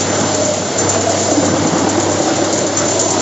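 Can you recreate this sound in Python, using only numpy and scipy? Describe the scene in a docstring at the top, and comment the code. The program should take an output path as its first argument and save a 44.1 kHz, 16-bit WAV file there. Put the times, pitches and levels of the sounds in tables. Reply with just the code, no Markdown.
"""A drum wood chipper in a large hall, heard through a small mono microphone whose response falls off steeply
above 7.75 kHz, with a flickering width in the treble. From the start logs ring as wandering resonances under
four knives a turn, over roar, motor hum and chip hiss (shaped noise and a sine). At once sprays of chips, dense
noise ticks, begin to strike steel; from about 0.4 s heavy knocks sound, short tone swells with dull cracks,
many of them once a drum turn. The logs stand well above the hall's answer."""
import sys
import numpy as np
from scipy import signal
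from scipy.fft import rfft, irfft, next_fast_len
from scipy.io import wavfile
from scipy.ndimage import uniform_filter1d, map_coordinates

SR = 44100
rng = np.random.default_rng(int(sys.argv[2]) if len(sys.argv) > 2 else 0)


def store_pcm(level_fs):
    """Save levels as 16-bit WAV."""
    pcm = np.round(np.clip(level_fs, -1, 1) * 32767).astype(np.int16)
    wavfile.write(sys.argv[1], SR, np.atleast_2d(pcm).T)


N = 141561
T = np.arange(N) / SR


def amp(db):
    """dB to gain."""
    return 10 ** (np.asarray(db) / 20)


def unit(x):
    """Scale to rms 1."""
    return x / np.sqrt(np.mean(x ** 2) + 1e-20)


def level_curve(rows):
    """Straight lines through (time [s], level [dB]) rows, one value per sample."""
    times, levels = np.transpose(rows)
    return np.interp(T, times, levels)


def wobble(rate):
    """A smooth random curve, rate knots a second."""
    knots = rng.standard_normal(int(N * rate / SR) + 4)
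    return map_coordinates(knots, [T * rate])


def patches(hz, t, size_hz, size_s):
    """A smooth random field over frequency and time."""
    knots = rng.standard_normal((120, 200))
    return map_coordinates(knots, np.meshgrid(hz / size_hz, t / size_s, indexing="ij"))


def coloured(x, points):
    """Filter x through a (frequency [Hz], gain [dB]) curve, interpolated over log frequency."""
    m = next_fast_len(N + 8192)
    f, db = np.transpose(points)
    gain = amp(np.interp(np.log(np.fft.rfftfreq(m, 1 / SR) + 1), np.log(f + 1), db))
    return irfft(rfft(x, m) * gain, m)[:N]


def decayed(x, t60):
    """Each impulse of x becomes an exponential tail that falls 60 dB in t60 seconds."""
    return signal.lfilter([1], [1, -amp(-60 / (t60 * SR))], x)


# bite of each knife around the drum: (relative level [dB])
KNIFE_BITES = [-5.5, -2, -1, 3.5]
TURN_HZ, FIRST_CUT_S = 9.045, 0.014  # drum turns a second, first knife
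CUT_HZ = TURN_HZ * len(KNIFE_BITES)
BITE_SCATTER_DB, BITE_T60_S = 1.8, 0.035
TEAR_SHARE = 0.6  # steady tearing, against bursts of rms 1


def bites():
    """Knife force over time: a decaying burst at every cut, over steady tearing."""
    count = int(N / SR * CUT_HZ) - 1
    at = ((FIRST_CUT_S + np.arange(count) / CUT_HZ) * SR).astype(int)
    scatter = BITE_SCATTER_DB * rng.standard_normal(count)
    cuts = np.zeros(N)
    cuts[at] = amp(np.resize(KNIFE_BITES, count) + scatter)
    return unit(decayed(cuts, BITE_T60_S)) + TEAR_SHARE


RING_STEADY = 0.59  # how firmly the chatter holds its size (0-1)


def ring(hz, width_hz):
    """A noise-driven two-pole resonance: pitch may move, phase wanders, size is partly held."""
    turn = np.exp(2j * np.pi * np.cumsum(hz) / SR)
    pole = [1, -np.exp(-np.pi * width_hz / SR)]
    # the noise is turned down to 0 Hz, smoothed there, then turned back up to the moving pitch
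    z = signal.lfilter([1], np.convolve(pole, pole), rng.standard_normal(len(hz)) / turn)
    held = z / (abs(z) + 1e-9) ** np.clip(RING_STEADY, 0, 1)
    return unit((turn * held).real)


# stretches in which a log or trough panel rings under the knives, level before the knife force:
# (time [s], length [s], first pitch [Hz], last pitch [Hz], width of each pole [Hz], level [dB])
LOG_RINGS = [(0, 0.7, 595, 621, 58.8, -25.5), (0, 1.3, 212, 205.6, 70.2, -29), (0, 0.64, 288, 294, 59, -28),
             (0, 0.26, 368, 380, 69.5, -35.5), (0.322, 0.25, 614, 606, 30, -21),
             (0.703, 0.65, 678, 670, 94, -24), (0.701, 0.32, 647, 610, 70, -29.5),
             (0.757, 0.83, 465, 492, 90.5, -28.5), (0.796, 0.52, 314, 336, 69, -28.5),
             (1.269, 1.2, 303.3, 317, 57.9, -20.5), (1.343, 1.05, 200, 200, 160.6, -29.5),
             (1.355, 0.67, 255, 272.6, 59.4, -27), (1.35, 0.42, 525, 513, 69.5, -26),
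             (1.359, 0.63, 626, 590, 103, -26.5), (1.389, 0.8, 846, 913, 700, -25),
             (1.42, 0.46, 169, 164.7, 83, -29), (1.524, 0.45, 417, 411, 71, -29),
             (1.639, 0.78, 816, 735, 149, -25), (1.945, 1.1, 590, 589, 45, -23.5),
             (2, 0.24, 515, 492, 90.3, -24.5), (2.452, 0.87, 315, 329, 65, -24.5),
             (2.801, .45, 632, 700, 110, -24.5), (2.908, 0.53, 358, 383, 68.3, -22.5),
             (2.893, 0.28, 978, 940, 70, -29.5)]
RING_FADE_S = 0.1  # centred on each end of a stretch
RING_BEAT_T60_S = 0.026  # smoothing of the knife beat, applied twice


def logs():
    """Wood and panels ring under the knives, each while the log rests that way."""
    out = np.zeros(N)
    force = unit(decayed(decayed(bites(), RING_BEAT_T60_S), RING_BEAT_T60_S))
    for start, length, hz0, hz1, width_hz, db in LOG_RINGS:
        end = start + length
        fade = np.clip(np.minimum(T - start, end - T) / RING_FADE_S + 0.5, 0, 1)
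        on = fade > 0
        pitch = np.interp(T[on], [start, end], [hz0, hz1])
        out[on] += amp(db) * (fade * force)[on] * ring(pitch, width_hz)
    return out


# load on the drum, before the roar gain: (time [s], level [dB])
DRUM_LOAD = [(0.0, -22), (0.24, -20.5), (0.62, -24.5), (0.85, -20), (0.9, -22.5), (0.95, -18.5), (1.0, -23),
             (1.15, -20.5), (1.19, -22.5), (2.14, -22.5), (2.25, -24.5), (2.27, -20.5), (2.72, -23),
             (2.82, -20), (2.96, -23.5), (3.13, -23.5), (3.14, -21), (3.21, -19.5)]
# spectrum of the roar: (frequency [Hz], relative level [dB])
ROAR_SPECTRUM = [(30, -38), (55, -26.5), (75, -10.5), (90, -18), (120, -4), (200, -4.5), (300, -1),
                 (650, -1.5), (880, -6), (1100, -10.5), (1520, -11), (1730, -16), (2060, -14.5),
                 (2450, -21), (3000, -18.5), (5500, -21.5), (7150, -34.5), (9000, -120)]
ROAR_GAIN_DB, ROAR_BEAT_DB = 4, 1  # over the load; swing at the knife rate
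ROAR_PATCH_DB, ROAR_PATCH_HZ, ROAR_PATCH_S = 1.29, 495, 0.07  # uneven grinding: depth, patch size


def roar():
    """The housing's roar: broad noise, uneven in frequency and time, beating with the knives."""
    beat = np.cos(2 * np.pi * CUT_HZ * (T - FIRST_CUT_S - 0.004))  # peaks 4 ms after each cut
    hz, t, z = signal.stft(rng.standard_normal(N), SR, nperseg=512)
    uneven = amp(ROAR_PATCH_DB * patches(hz, t, ROAR_PATCH_HZ, ROAR_PATCH_S))
    grind = signal.istft(z * uneven, SR, nperseg=512)[1][:N]
    level = level_curve(DRUM_LOAD) + ROAR_GAIN_DB + ROAR_BEAT_DB * beat
    return amp(level) * unit(coloured(grind, ROAR_SPECTRUM))


# motor hum, before a small gain and wobble: (time [s], level [dB])
HUM_LEVEL = [(0.0, -25), (0.03, -28), (0.65, -31), (0.68, -40), (0.84, -24), (1.34, -29.5), (1.4, -27.5),
             (1.64, -23), (1.68, -47.5), (1.72, -30.5), (2.18, -25), (2.23, -43), (2.38, -29),
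             (2.61, -35.5), (2.82, -29.5), (3.21, -31.5)]
HUM_HZ, HUM_WANDER_RAD = 99.3, 0.36


def hum():
    """The motor's hum: one sine whose phase and level wander."""
    phase = 2 * np.pi * HUM_HZ * T + HUM_WANDER_RAD * wobble(3.4)
    level = level_curve(HUM_LEVEL) + 0.46 + 0.56 * wobble(18)
    return amp(level) * np.sqrt(2) * np.sin(phase)


# steady chip hiss, before its gain and wobble: (time [s], level [dB])
HISS_LEVEL = [(0.0, -18.5), (0.08, -19), (0.61, -22), (0.98, -21.5), (1.26, -19.5), (1.61, -22.5),
              (1.96, -24.5), (2.3, -20), (2.7, -24), (2.86, -20), (2.97, -19.5), (3.03, -19.5),
              (3.21, -20.5)]
# spectrum of the hiss: (frequency [Hz], relative level [dB])
HISS_SPECTRUM = [(1500, -31), (3000, -14), (4000, -10.5), (5080, -9.5), (6970, -1.5), (7280, -0.5),
                 (7580, -8.5), (7850, -24.5), (8120, -45), (8400, -91), (10900, -120), (18500, -120)]


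def chip_hiss():
    """Chips too dense to tell apart: smooth coloured noise."""
    hiss = unit(coloured(rng.standard_normal(N), HISS_SPECTRUM))
    level = level_curve(HISS_LEVEL) - 3.5 + 0.89 * wobble(25.16)
    return amp(level) * hiss


# chip sprays on the steel, before the shared gain: (time [s], level [dB])
CHIP_SPRAYS = [(0.0074, -6.5), (0.048, -24), (0.2023, -6.5), (0.3446, -5), (0.4514, -6), (0.538, -10),
               (0.642, -13), (0.7847, -1.5), (0.894, -1.5), (0.926, -19.5), (0.941, -14.5), (1.009, -9),
               (1.094, -7), (1.1156, -14), (1.195, -7.5), (1.2262, -8), (1.313, -7.5), (1.45, -6),
               (1.559, -21), (1.671, -7.5), (1.781, -8), (1.89, -6.5), (2.0003, -6.5), (2.028, -12),
               (2.0955, -14), (2.1174, -7), (2.2212, -10.5), (2.327, -21.5), (2.359, -8.5), (2.4454, -10),
               (2.5286, -2), (2.5784, -8), (2.6664, -9), (2.7729, -1.5), (2.801, -20), (2.8834, -4.5),
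               (2.9087, -14.5), (2.9937, 1), (3.081, -10.5), (3.106, -2.5), (3.1997, -6.5)]
# spectrum of chips striking steel: (frequency [Hz], relative level [dB])
STEEL_SPECTRUM = [(2500, -49.5), (3500, -16), (4300, -10), (5140, -13), (6520, 0), (7180, 4), (7580, -4),
                  (7840, -19), (8400, -74), (11000, -120)]
SPRAY_GAIN_DB, SPRAY_LEAD_S = -7, 0.0024  # a swell starts this long before its listed time
SPRAY_RISE_S, SPRAY_T60_S = 0.0031, 0.043  # the rise is a time constant
SPRAY_TAIL_DB, SPRAY_TAIL_T60_S = -8.5, 0.25
CHIPS_PER_S, CHIP_SPREAD_DB, CHIP_T60_S = 8000, 1.5, 0.002


def chip_sprays():
    """Dense random chip ticks, swelling fast and dying in two slopes at each spray."""
    starts = np.zeros(N)
    times, levels = np.transpose(CHIP_SPRAYS)
    starts[((times - SPRAY_LEAD_S) * SR).astype(int)] = amp(levels + SPRAY_GAIN_DB)
    tail = amp(SPRAY_TAIL_DB)
    swell = decayed(starts, SPRAY_T60_S) + tail * decayed(starts, SPRAY_TAIL_T60_S)
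    # taking away a fast decay makes the swell rise from zero
    swell -= (1 + tail) * decayed(starts, SPRAY_RISE_S * np.log(1000))
    hits = (rng.random(N) < CHIPS_PER_S / SR) * amp(CHIP_SPREAD_DB * rng.exponential(size=N))
    ticks = decayed(hits, CHIP_T60_S) * rng.standard_normal(N)
    return swell * unit(coloured(ticks, STEEL_SPECTRUM))


# heavy knocks, many once a drum turn, before the shared gain: (time [s], level [dB], pitch [Hz])
HEAVY_KNOCKS = [(0.419, -3.5, 627), (0.68, -11, 667), (0.763, -5, 662), (0.876, -6.5, 576),
                (0.959, 0.5, 660), (1.069, -3, 655), (1.181, -8, 673), (1.289, -8, 627), (1.32, -8, 292),
                (1.372, -1, 299), (1.417, -13, 178.4), (1.426, -5, 530), (1.499, -8.5, 182),
                (1.618, -7.5, 163.5), (1.722, -7, 174), (1.829, -11.5, 184), (1.459, -8, 329),
                (1.51, -13.5, 266), (1.57, -9.5, 309), (1.649, -6, 286), (1.676, -6, 310),
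                (1.755, -6, 308), (1.81, -4, 292), (1.901, -6.5, 284), (1.981, 0.5, 337),
                (2.091, -12.5, 308), (2.173, -13, 309), (2.281, -5, 733), (2.309, -10, 602),
                (2.421, -9, 588), (2.616, -6.5, 582), (2.847, -8, 599), (2.956, -9.5, 639),
                (3.059, -4, 669), (3.168, -5.5, 625)]
KNOCK_GAIN_DB, KNOCK_LEAD_S = -6.5, 0.00514  # a knock starts this long before its listed time
KNOCK_LENGTH_S, KNOCK_LENGTH_HZ = 0.025, 480  # length at this pitch; lower knocks last longer
KNOCK_CRACK_DB, KNOCK_CRACK_T60_S = -6, 0.015


def knocks():
    """Soft wooden blows, each a short swell of one tone with a dull noise crack."""
    out, t = np.zeros(N + SR), T[:SR // 10]
    for s, db, hz in HEAVY_KNOCKS:
        length = KNOCK_LENGTH_S * np.sqrt(KNOCK_LENGTH_HZ / hz)
        tone = np.sin(2 * np.pi * hz * t + rng.uniform(0, 2 * np.pi))
        swell = np.sin(np.pi * np.minimum(t / length, 1)) * tone
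        dull_noise = uniform_filter1d(rng.standard_normal(len(t)), size=12)
        crack = dull_noise * amp(KNOCK_CRACK_DB - 60 * t / KNOCK_CRACK_T60_S)
        start = round((s - KNOCK_LEAD_S) * SR)
        out[start:][:len(t)] += amp(db + KNOCK_GAIN_DB) * (swell + crack)
    return out[:N]


HALL_T60_S, HALL_DB = 0.6, -11


def hall(x):
    """The hall's diffuse answer: x convolved with half a second of decaying noise."""
    tail = rng.standard_normal(SR // 2) * amp(-60 * T[:SR // 2] / HALL_T60_S)
    answer = signal.fftconvolve(x, tail / np.linalg.norm(tail))[:N]
    return x + amp(HALL_DB) * answer


def scene():
    """Everything reaches one microphone; only the logs and knocks excite the hall."""
    mono = hall(logs() + knocks()) + roar() + hum() + chip_hiss() + chip_sprays()
    return np.array([mono, mono])


# microphone response: (frequency [Hz], gain [dB])
MIC_RESPONSE = [(30, -17), (90, -1), (7750, 0), (8000, -10), (8800, -25)]
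# how far the treble spreads to the sides: (frequency [Hz], side gain [dB])
SIDE_WIDTH = [(3700, -100), (4300, -35.5), (5200, -14), (6500, -2.5), (7500, -13), (7800, -26)]
CEILING, KNEE = 0.75, 4  # overload amplitude and sharpness
FLICKER_DB, FLICKER_HZ, FLICKER_S = 15, 1085, 0.035  # flicker of the treble's width: depth, patch size
TOP_HZ = 8800


def record(dry):
    """Soft overload, microphone colour, a flickering treble spread, band limit."""
    limited = dry[0] / (1 + abs(dry[0] / CEILING) ** KNEE) ** (1 / KNEE)
    mid = coloured(limited, MIC_RESPONSE)
    hz, t, z = signal.stft(mid, SR, nperseg=512)
    flicker = unit(amp(FLICKER_DB * np.tanh(2 * patches(hz, t, FLICKER_HZ, FLICKER_S))))
    random_phase = np.exp(2j * np.pi * rng.random(z.shape))
    spread = signal.istft(z * flicker * random_phase, SR, nperseg=512)[1][:N]
    side = coloured(spread, SIDE_WIDTH)
    m = next_fast_len(N + SR // 4)
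    below_top = np.fft.rfftfreq(m, 1 / SR) < TOP_HZ
    return irfft(rfft([mid + side, mid - side], m) * below_top, m)[:, :N]


dry = scene()
out = record(dry)
store_pcm(out)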